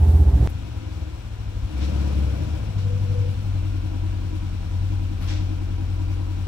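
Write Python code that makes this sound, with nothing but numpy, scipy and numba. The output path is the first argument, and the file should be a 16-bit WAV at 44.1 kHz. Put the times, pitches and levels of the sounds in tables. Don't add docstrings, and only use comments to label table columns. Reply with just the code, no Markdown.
import sys
import numpy as np
from scipy import signal
from scipy.fft import rfft, irfft, next_fast_len
from scipy.io import wavfile
from scipy.ndimage import uniform_filter1d
from numba import njit

SR = 44100
rng = np.random.default_rng(int(sys.argv[2]) if len(sys.argv) > 2 else 0)


def file_out(sig):
    cols = np.atleast_2d(sig).T
    lim = np.clip(cols, -1, 1)
    pcm = np.round(lim * 32767).astype(np.int16)
    wavfile.write(sys.argv[1], SR, pcm)


def convert_level_to_amplitude(level_db):
    exponent = np.asarray(level_db, float) / 20
    return 10 ** exponent


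N = 285327
TIME = np.arange(N) / SR

# t/s, f/Hz
CAGE_SPEED = [
    (-0.003, 16.131),
    (0.174, 15.789),
    (0.26, 15.024),
    (0.471, 12.841),
]
# t/s, f/Hz
GARAGE_SPEED = [(.52, 22.9), (.64, 22.1), (.806, 19.9), (.92, 19.6), (1.014, 18.5), (1.188, 16.2),
                (1.421, 12.512), (1.516, 12.187), (1.607, 12.807), (1.786, 17.126), (1.851, 17.399),
                (2.221, 17.34), (2.73, 12.48), (2.755, 12.025), (3.162, 11.973), (3.512, 10.525),
                (3.833, 10.142), (6.507, 10.121)]
# t/s, change of rate/Hz, width/s
HUNTS = [
    (3.675, 0.234, 0.041),
    (4.071, 0.184, 0.095),
    (4.281, -0.128, 0.049),
    (4.628, -0.183, 0.1),
    (4.875, 0.387, 0.14),
    (5.177, -0.427, 0.04),
    (5.37, 0.181, 0.139),
    (6.06, 0.153, 0.255),
]
# t/s, level/dB, load/0-1
CAGE_EFFORT = [
    (0, -32.5, 0.99),
    (.25, -30, 0.8),
    (.36, -27.5, 0.98),
    (.47, -28.5, 0.82),
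]
# t/s, level/dB, load/0-1
GARAGE_EFFORT = [(.48, -41, 0.55), (.63, -48.5, 0.61), (.78, -44, 0.77), (.95, -40.5, 0.65),
                 (1.199, -43.5, 0.42), (1.35, -45, 0.2), (1.55, -42.5, 0.43), (1.7, -35, 0.68),
                 (1.85, -35, 0.85), (2.25, -31.5, 0.9), (2.5, -37.5, 0.8), (2.8, -37, 0.46),
                 (3.3, -37, 0.68), (3.6, -39.5, 0.76), (4.6, -39.5, 0.67), (5.3, -39, 0.79),
                 (6.47, -39.5, 0.72)]
# f/Hz, width/Hz, level/dB
CAGE_BOOM = [(57.4, 11.9, 8.7), (79.8, 7.1, 19.0), (91.2, 4.8, 4.0), (105.5, 7.2, -2.5),
             (133.7, 32.0, -6.1), (191.5, 21.6, -11.1)]
GARAGE_BOOM = [(35, 13.8, 4), (43.1, 1.9, 3.5), (51.4, 1.1, -3.5), (71.3, 5.4, 8.5), (79.1, 4.6, 7),
               (83.3, 11.8, 0.9), (93.53, 4.34, 13), (105.5, 14.5, 0), (137.4, 7, -8.5), (156, 14.4, -12.5),
               (170.8, 9.1, -8.5), (192.6, 0.6, -5), (207.1, 0.89, -7.5)]
DOORWAY_BOOM = [(37, 10.6, 1), (54.6, 17, 2), (73, 16, 3), (99.7, 9.9, 6.5), (110.2, 11, 3), (150, 22, -25)]
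TRIM_HZ = [10.2, 12, 14.3, 17.3]
# order, level/dB at idle, creeping, slowing, revving
CAGE_TRIM = [(2, 0, 6, 12, 24), (6, 0, -2, 9, 35), (7, 0, -12, -3.5, 0), (8, 0, 9, -1.5, 1.5),
             (9, 0, 2, -5, 7.5), (10, 0, 1, 8, 10), (11, 0, 5, 10, -11), (14, 0, 3, 8, 16),
             (18, 0, 0, 6, 8)]
GARAGE_TRIM = [(2, 0, -9, -13, -20), (3, -3, -4, -17, -27), (4, -0.5, 1, 0, 1.5), (5, 2, 0, 2.5, -4.5),
               (6, -8, -14, -6, -2.5), (7, -7.5, -6, 2.5, 11.5), (8, -1.5, 2, -1, 0), (9, 0.5, 2.5, 7.5, 0),
               (10, -4.5, -12, -5, -4.5), (11, -4.5, 5, 9, 21.5), (12, -5.5, 8.5, -5, -7),
               (13, 2.5, 3.5, -9, 12), (14, -4, -13, 12.5, -2), (15, -21, 3, -2, -5), (16, 4, 3, -6, -5),
               (17, -2.5, 1.5, 4, 11.5), (18, -6.5, 5, 9, 9), (19, 4, 17.5, 6, -7), (20, 3, 11, -6, -10),
               (21, 3.5, -9, 14, -14)]
# order, level/dB
DOORWAY_TRIM = [(2, -1), (3, 7), (4, 4.5), (5, 2.5), (6, -7), (7, 6), (8, 3.5), (9, -3)]
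# f/Hz, width/Hz, level/dB
CAGE_RING = [(176.5, 22, -2.5), (219, 19, -3.5), (294, 18, -1), (346, 18, -11), (397.6, 12, -1.5),
             (538, 60, -17), (726, 90, -12.5), (855, 60, -17)]
GARAGE_RING = [(217.7, 3.6, -17), (263.9, 29, -2.5), (310.4, 29.3, 1.5), (328.8, 18, -8.5),
               (348, 5.4, -11.5), (509.4, 49, -18), (644, 41, -21.5), (804.4, 36, -20), (966, 34, -19)]
# f/Hz, density/dB per Hz
CAGE_HISS = [(150, -45), (250, -1), (393, -4.5), (586, -13), (802, -7.5), (955, -19), (1910, -26),
             (3230, -28), (11500, -41), (16000, -43)]
GARAGE_HISS = [(150, -14), (330, -22), (450, -29), (800, -29), (880, -38), (980, -30), (1200, -37),
               (1490, -29.5), (1880, -44), (2400, -32.5), (4200, -41), (6500, -47), (12500, -65.5),
               (16000, -64)]
# t/s, level/dB
CAGE_AIR = [
    (0, -49),
    (.2, -49.5),
    (.3, -50),
    (.38, -48.5),
    (.47, -46),
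]
# t/s, rise/s, fall/s, level/dB, f/Hz
SLUSH = [
    (1.795, 0.022, 0.07, -38, 3100),
    (2.77, 0.012, 0.055, -44.5, 3300),
    (5.195, .02, 0.08, -44, 2800),
    (5.195, .02, .07, -58.5, 10500),
    (5.195, 0.02, 0.08, -44.5, 900),
    (5.264, 0.022, 0.09, -35.5, 2900),
    (5.268, .02, .07, -41, 4600),
    (5.26, .03, .1, -45, 600),
]
# t/s, length/s, level/dB
PANEL = [
    (1.5, 0.1, -60),
    (2.15, 0.15, -52),
    (2.72, .06, -54),
    (2.845, 0.12, -44),
    (3.075, 0.16, -42.5),
    (3.285, 0.04, -49),
]
# t/s, level/dB
SPRAY = [
    (0, -57.5),
    (.22, -54.5),
    (.27, -68),
    (.47, -59),
    (.485, -77),
    (.5, -52),
    (.54, -74),
    (.58, -106),
]
# t/s, level/dB
RUMBLE = [
    (.48, -36),
    (.65, -43),
    (.85, -46),
    (1.2, -47),
    (1.55, -47),
    (1.8, -42),
    (2.55, -38),
    (2.8, -48),
    (6.47, -52),
]
# f/Hz, width/Hz, level/dB
ROOM_BASS = [(42, 25, 2), (68, 9.2, 5), (98.5, 13, 4), (119, 23, -6)]
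# f/Hz, likeness/0-1, left minus right/dB, left lag/rad
CAGE_PORTS = [(40, 0.84, -1.3, 0), (170, 0.88, -3.5, 0), (302, 0.54, -6, 0.0077), (700, 0.33, -3, 0),
              (1400, 0.25, 0.5, 0), (3000, 0.06, -3.5, 0), (11000, 0, -4.5, 0)]
GARAGE_BASS_PORTS = [(40, .995, 2, .17), (90, .995, 4, .47), (170, .96, 4.7, .97), (300, .97, 4.6, 1.67)]
GARAGE_PORTS = [(600, 1, 4.5, 1.58), (1020, 1, 5.8, 1.04), (1480, 0.2, 5, 0.044), (2460, 0.038, 0.15, -1.4),
                (4350, .03, 8.6, -1.1), (7150, 0.017, 10.3, -0.97), (15000, .02, 28.6, 0.61)]

CUT_S, CUT_FADE_S = 0.4742, 0.00007
CLICK_DB, CLICK_RISE_S = -14, 0.003
DOOR_S, DOOR_SPAN_S = 1.662, 0.13
FAN_DB_PER_HZ, FAN_OUTSIDE_DB_PER_HZ, FAN_IDLE_HZ = 0.5939, 0.081, 7.46
DULL_DB_PER_OCTAVE, ORDER_WANDER_DB = 26, 0.03
KNOCK_DB_PER_LOAD, KNOCK_SPLIT_HZ, KNOCK_TREBLE_SHARE = 33.5, 400, 0.48
ECHO_DB, ECHO_FALL_S = -4, 0.065
BREATH_DB = 1.15
GROWL_S, GROWL_HOLD_S, GROWL_DB, GROWL_ATTACK_DB_S, GROWL_RELEASE_DB_S = 1.8, 0.69, -45, 200, 33
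SLUSH_TOP_HZ = 6800
PANEL_HZ, PANEL_ATTACK_DB_S, PANEL_RELEASE_DB_S = 490, 210, 170
PANEL_UPPER_HZ, PANEL_UPPER_DB, PANEL_UPPER_LATE_S = 517, -7, 0.06
PUMP_HZ, PUMP_DB = 13107, -88
SPRAY_HZ, SPRAY_WIDTH_HZ = 10800, 16000
HOUSING_HZ, TOP_HZ = 1876, 15760


def buggy(hz, outside, effort, boom, trim, lag, modes, colour, start_turn, second_turn, second_db, knock_db, hiss_db):
    level_db, load = curves(effort)
    turns = start_turn + np.cumsum(hz) / SR
    exhaust = convert_level_to_amplitude(level_db) * drone(hz, turns, outside, boom, trim, lag, second_turn, second_db)
    ring = convert_level_to_amplitude(knock_db) * knock(hz, turns, second_turn, load, modes)
    throb = convert_level_to_amplitude(hiss_db + 0.26 * np.cos(2 * np.pi * turns + 3.6) + 0.21 * walk(5.95))
    breath = BREATH_DB * uniform_filter1d(np.cos(2 * np.pi * turns + 2.0) + 0.98 * walk(45), size=64)
    near = exhaust + ring + hiss(colour, throb, breath, flicker_db=0.77)
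    return near, hiss(colour, throb, breath, flicker_db=0.7)


def speed():
    swings = sum(step * np.exp(-((TIME - s) / width) ** 2) for s, step, width in HUNTS)
    return curves(GARAGE_SPEED)[0] + swings


def drone(hz, turns, outside, boom, trim, lag, second_turn, second_db):
    out = 0
    coarse = slice(None, None, 64)
    slow_hz, outdoors = hz[coarse], outside[coarse]
    indoors = 1 - outdoors
    trim_db = {round(k): db for k, *db in trim}
    doorway_db = dict(DOORWAY_TRIM)
    for k in range(2, 22):
        f = k * slow_hz
        gain = indoors * resonate(f, boom) + outdoors * resonate(f, DOORWAY_BOOM)
        gain = gain * (1 + convert_level_to_amplitude(second_db) * np.exp(-2j * np.pi * k * second_turn))
        octaves_up = np.maximum(np.log2(f / 102), 0)
        level_db = outdoors * (doorway_db.get(k, 0) - DULL_DB_PER_OCTAVE * octaves_up)
        level_db = level_db + indoors * np.interp(slow_hz, TRIM_HZ, trim_db.get(k, np.zeros(len(TRIM_HZ))))
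        gain = gain * convert_level_to_amplitude(level_db + ORDER_WANDER_DB * walk(8)[coarse])
        phase = 2 * np.pi * (k * turns + lag)
        out = out + np.real(np.interp(TIME, TIME[coarse], gain) * np.exp(1j * phase))
    return out


def resonate(f, boom):
    return sum((-1) ** m * convert_level_to_amplitude(db) * 1j * f * w / (c ** 2 - f ** 2 + 1j * f * w)
               for m, (c, w, db) in enumerate(boom))


def knock(hz, turns, second_turn, load, modes):
    pulses = firings(turns, second_turn, second_db=2.5, scatter_db=1.3, jitter_s=0.00015)
    pulses = echoed(pulses / np.sqrt(hz))
    ring = 0
    for k, (f, width, db) in enumerate(modes):
        share = KNOCK_TREBLE_SHARE if f > KNOCK_SPLIT_HZ else 1
        level_db = db + KNOCK_DB_PER_LOAD * (load - 1) * share
        ring = ring + (-1) ** k * convert_level_to_amplitude(level_db) * band(pulses, f, 0.65 * width)
    return ring


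def firings(turns, second_turn, second_db, scatter_db, jitter_s):
    cycles = np.arange(int(turns[0]), int(turns[-1]) + 1)
    when = np.interp(np.concatenate([cycles, cycles + second_turn]), turns, TIME)
    chance = rng.standard_normal((len(when), 2))
    size_db = np.repeat([0, second_db], len(cycles)) + scatter_db * chance[:, 0]
    size = convert_level_to_amplitude(size_db) * (when > 0)
    place = np.clip((when + jitter_s * chance[:, 1]) * SR, 0, N - 1).astype(int)
    pulses = np.zeros(N)
    np.add.at(pulses, place, size)
    return pulses


def echoed(pulses):
    fade = signal.lfilter([1], [1, -np.exp(-2 / (ECHO_FALL_S * SR))], pulses ** 2)
    return unit(pulses) + convert_level_to_amplitude(ECHO_DB) * unit(np.sqrt(fade) * rng.standard_normal(N))


def hiss(colour, throb, breath, flicker_db):
    out = 0
    for hz in 125 * 2 ** np.arange(0, 7.1, 1 / 4):
        noise = svf(rng.standard_normal(N), hz, hz / 4)
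        noise = svf(noise, hz, hz / 4 + hz ** 2 / 5e4)
        level_db = on_log(hz, colour, column=1) + flicker_db * walk(16)
        out = out + noise * convert_level_to_amplitude(level_db + breath * hz / 12000)
    return out * throb / np.std(svf(out, 4220.0, 5600.0))


def growl(hz):
    gulp = convert_level_to_amplitude(0.71 * np.cos(4 * np.pi * np.cumsum(hz) / SR))
    open_db = held(GROWL_S, GROWL_HOLD_S, GROWL_DB, GROWL_ATTACK_DB_S, GROWL_RELEASE_DB_S)
    return convert_level_to_amplitude(open_db) * gulp * band(rng.standard_normal(N), 490, 250)


def slush():
    out = np.zeros(N)
    for s, rise, fall, db, hz in SLUSH:
        age = np.maximum(TIME - s, 0)
        swell = (1 - np.exp(-(age / rise) ** 2)) * np.exp(-age / fall)
        grains = rng.standard_normal(N) * convert_level_to_amplitude(1.6 * walk(150))
        dull = signal.butter(4, max(SLUSH_TOP_HZ, 1.5 * hz), fs=SR, output="sos")
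        grains = svf(signal.sosfilt(dull, grains), 1.0 * hz, 1.2 * hz)
        out += convert_level_to_amplitude(db) * swell * unit(svf(grains, 0.7 * hz, 1.6 * hz))
    return out


def panel():
    gain = convert_level_to_amplitude(np.max([held(*row, PANEL_ATTACK_DB_S, PANEL_RELEASE_DB_S) for row in PANEL], axis=0))
    rub = convert_level_to_amplitude(-7) * band(rng.standard_normal(N), PANEL_HZ, 40)
    late_gain = convert_level_to_amplitude(PANEL_UPPER_DB) * np.roll(gain, int(PANEL_UPPER_LATE_S * SR))
    return gain * (panel_tone(PANEL_HZ) + rub) + late_gain * panel_tone(PANEL_UPPER_HZ)


def panel_tone(hz):
    phase = 2 * np.pi * np.cumsum(hz + 4 * walk(10)) / SR
    return np.sqrt(2) * convert_level_to_amplitude(2.5 * walk(30)) * np.sin(phase)


def spray():
    return convert_level_to_amplitude(curves(SPRAY)[0]) * band(rng.standard_normal(N), SPRAY_HZ, SPRAY_WIDTH_HZ)


def rumble():
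    modes = sum(convert_level_to_amplitude(db) * band(rng.standard_normal(N), f, 1.95 * w) for f, w, db in ROOM_BASS)
    return convert_level_to_amplitude(curves(RUMBLE)[0]) * modes


def pump():
    return convert_level_to_amplitude(PUMP_DB) * np.sin(2 * np.pi * PUMP_HZ * TIME + 3 * walk(30))


def ports(near, diffuse, table, ripple_db):
    size = next_fast_len(N + SR)
    hz = np.maximum(np.arange(size // 2 + 1) * SR / size, 1)
    like, tilt_db, lag = (on_log(hz, table, column=c) for c in (1, 2, 3))
    like = np.clip(like, 0, 1)
    reach = np.clip(hz / 2500 - 1.3, 0, 1) * np.clip(2.6 - hz / 4800, 0, 1)
    housing = convert_level_to_amplitude(ripple_db * np.cos(2 * np.pi * hz / HOUSING_HZ) * reach) * (hz < TOP_HZ)
    a, b = rfft(near, size) * housing, rfft(diffuse, size) * housing
    skew = convert_level_to_amplitude(tilt_db / 2) * np.exp(-0.5j * lag)
    left = a * skew
    right = (like * a + np.sqrt(1 - like ** 2) * b) / skew
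    return np.array([irfft(left, size)[:N], irfft(right, size)[:N]])


def unit(x):
    return x / np.sqrt(np.mean(x ** 2))


@njit
def svf(x, hz, width):
    y, b, l = np.empty(len(x)), 0., 0.
    g, k = np.tan(np.pi * hz / SR), width / hz
    for i in range(len(x)):
        v = (b + g * (x[i] - l)) / (1 + g * (g + k))
        b, l, y[i] = 2 * v - b, l + 2 * g * v, k * v
    return y


def band(x, hz, width):
    hz, width = float(hz), float(width)
    return unit(svf(svf(x, hz, width), hz, width))


def walk(rate):
    k = int(SR / rate)
    steps = np.repeat(rng.standard_normal(N // k + 1), k)
    return uniform_filter1d(uniform_filter1d(steps, k), k)[:N]


def held(s, length, db, attack_db_s, release_db_s):
    return db - attack_db_s * np.maximum(s - TIME, 0) - release_db_s * np.maximum(TIME - s - length, 0)


def curves(table):
    s, *columns = np.transpose(table)
    return [np.interp(TIME, s, c) for c in columns]


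def on_log(hz, table, column):
    table = np.array(table)
    return np.interp(np.log(hz), np.log(table[:, 0]), table[:, column])


def cage_view():
    near, diffuse = buggy(curves(CAGE_SPEED)[0], np.zeros(N), CAGE_EFFORT, CAGE_BOOM, CAGE_TRIM, lag=0.51,
                          modes=CAGE_RING, colour=CAGE_HISS, start_turn=0.893, second_turn=0.25,
                          second_db=-0.5, knock_db=-33.5, hiss_db=curves(CAGE_AIR)[0])
    return ports(near, diffuse, CAGE_PORTS, ripple_db=2.5)


def garage_view():
    hz = speed()
    inside = np.clip((TIME - DOOR_S) / DOOR_SPAN_S, 0, 1)
    db_per_hz = FAN_OUTSIDE_DB_PER_HZ * (1 - inside) + FAN_DB_PER_HZ * inside
    fan_db = uniform_filter1d(-53.5 + db_per_hz * (hz - FAN_IDLE_HZ), size=SR // 12)
    near, diffuse = buggy(hz, 1 - inside, GARAGE_EFFORT, GARAGE_BOOM, GARAGE_TRIM, lag=0.474,
                          modes=GARAGE_RING, colour=GARAGE_HISS, start_turn=0.162, second_turn=0.232,
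                          second_db=0.87, knock_db=-37.0, hiss_db=fan_db)
    near = near + rumble() + slush() + panel() + pump()
    garage = ports(near, diffuse + slush(), GARAGE_BASS_PORTS + GARAGE_PORTS, ripple_db=2.5)
    return garage + ports(growl(hz), np.zeros(N), GARAGE_BASS_PORTS, ripple_db=-2)


def scene():
    after = np.clip((TIME - CUT_S) / CUT_FADE_S, 0, 1)
    click = np.exp(-np.abs(TIME - CUT_S) / CLICK_RISE_S)
    cage = (1 - click) * cage_view() + convert_level_to_amplitude(CLICK_DB) * click
    garage = (1 - click) * garage_view()
    snow = ports(spray(), spray(), CAGE_PORTS, ripple_db=2)
    return (1 - after) * cage + after * garage + snow


def low_pass(x):
    return signal.sosfilt(signal.butter(12, 16540, fs=SR, output="sos"), x)


def record(dry):
    return low_pass(dry)


dry = scene()
out = record(dry)
file_out(out)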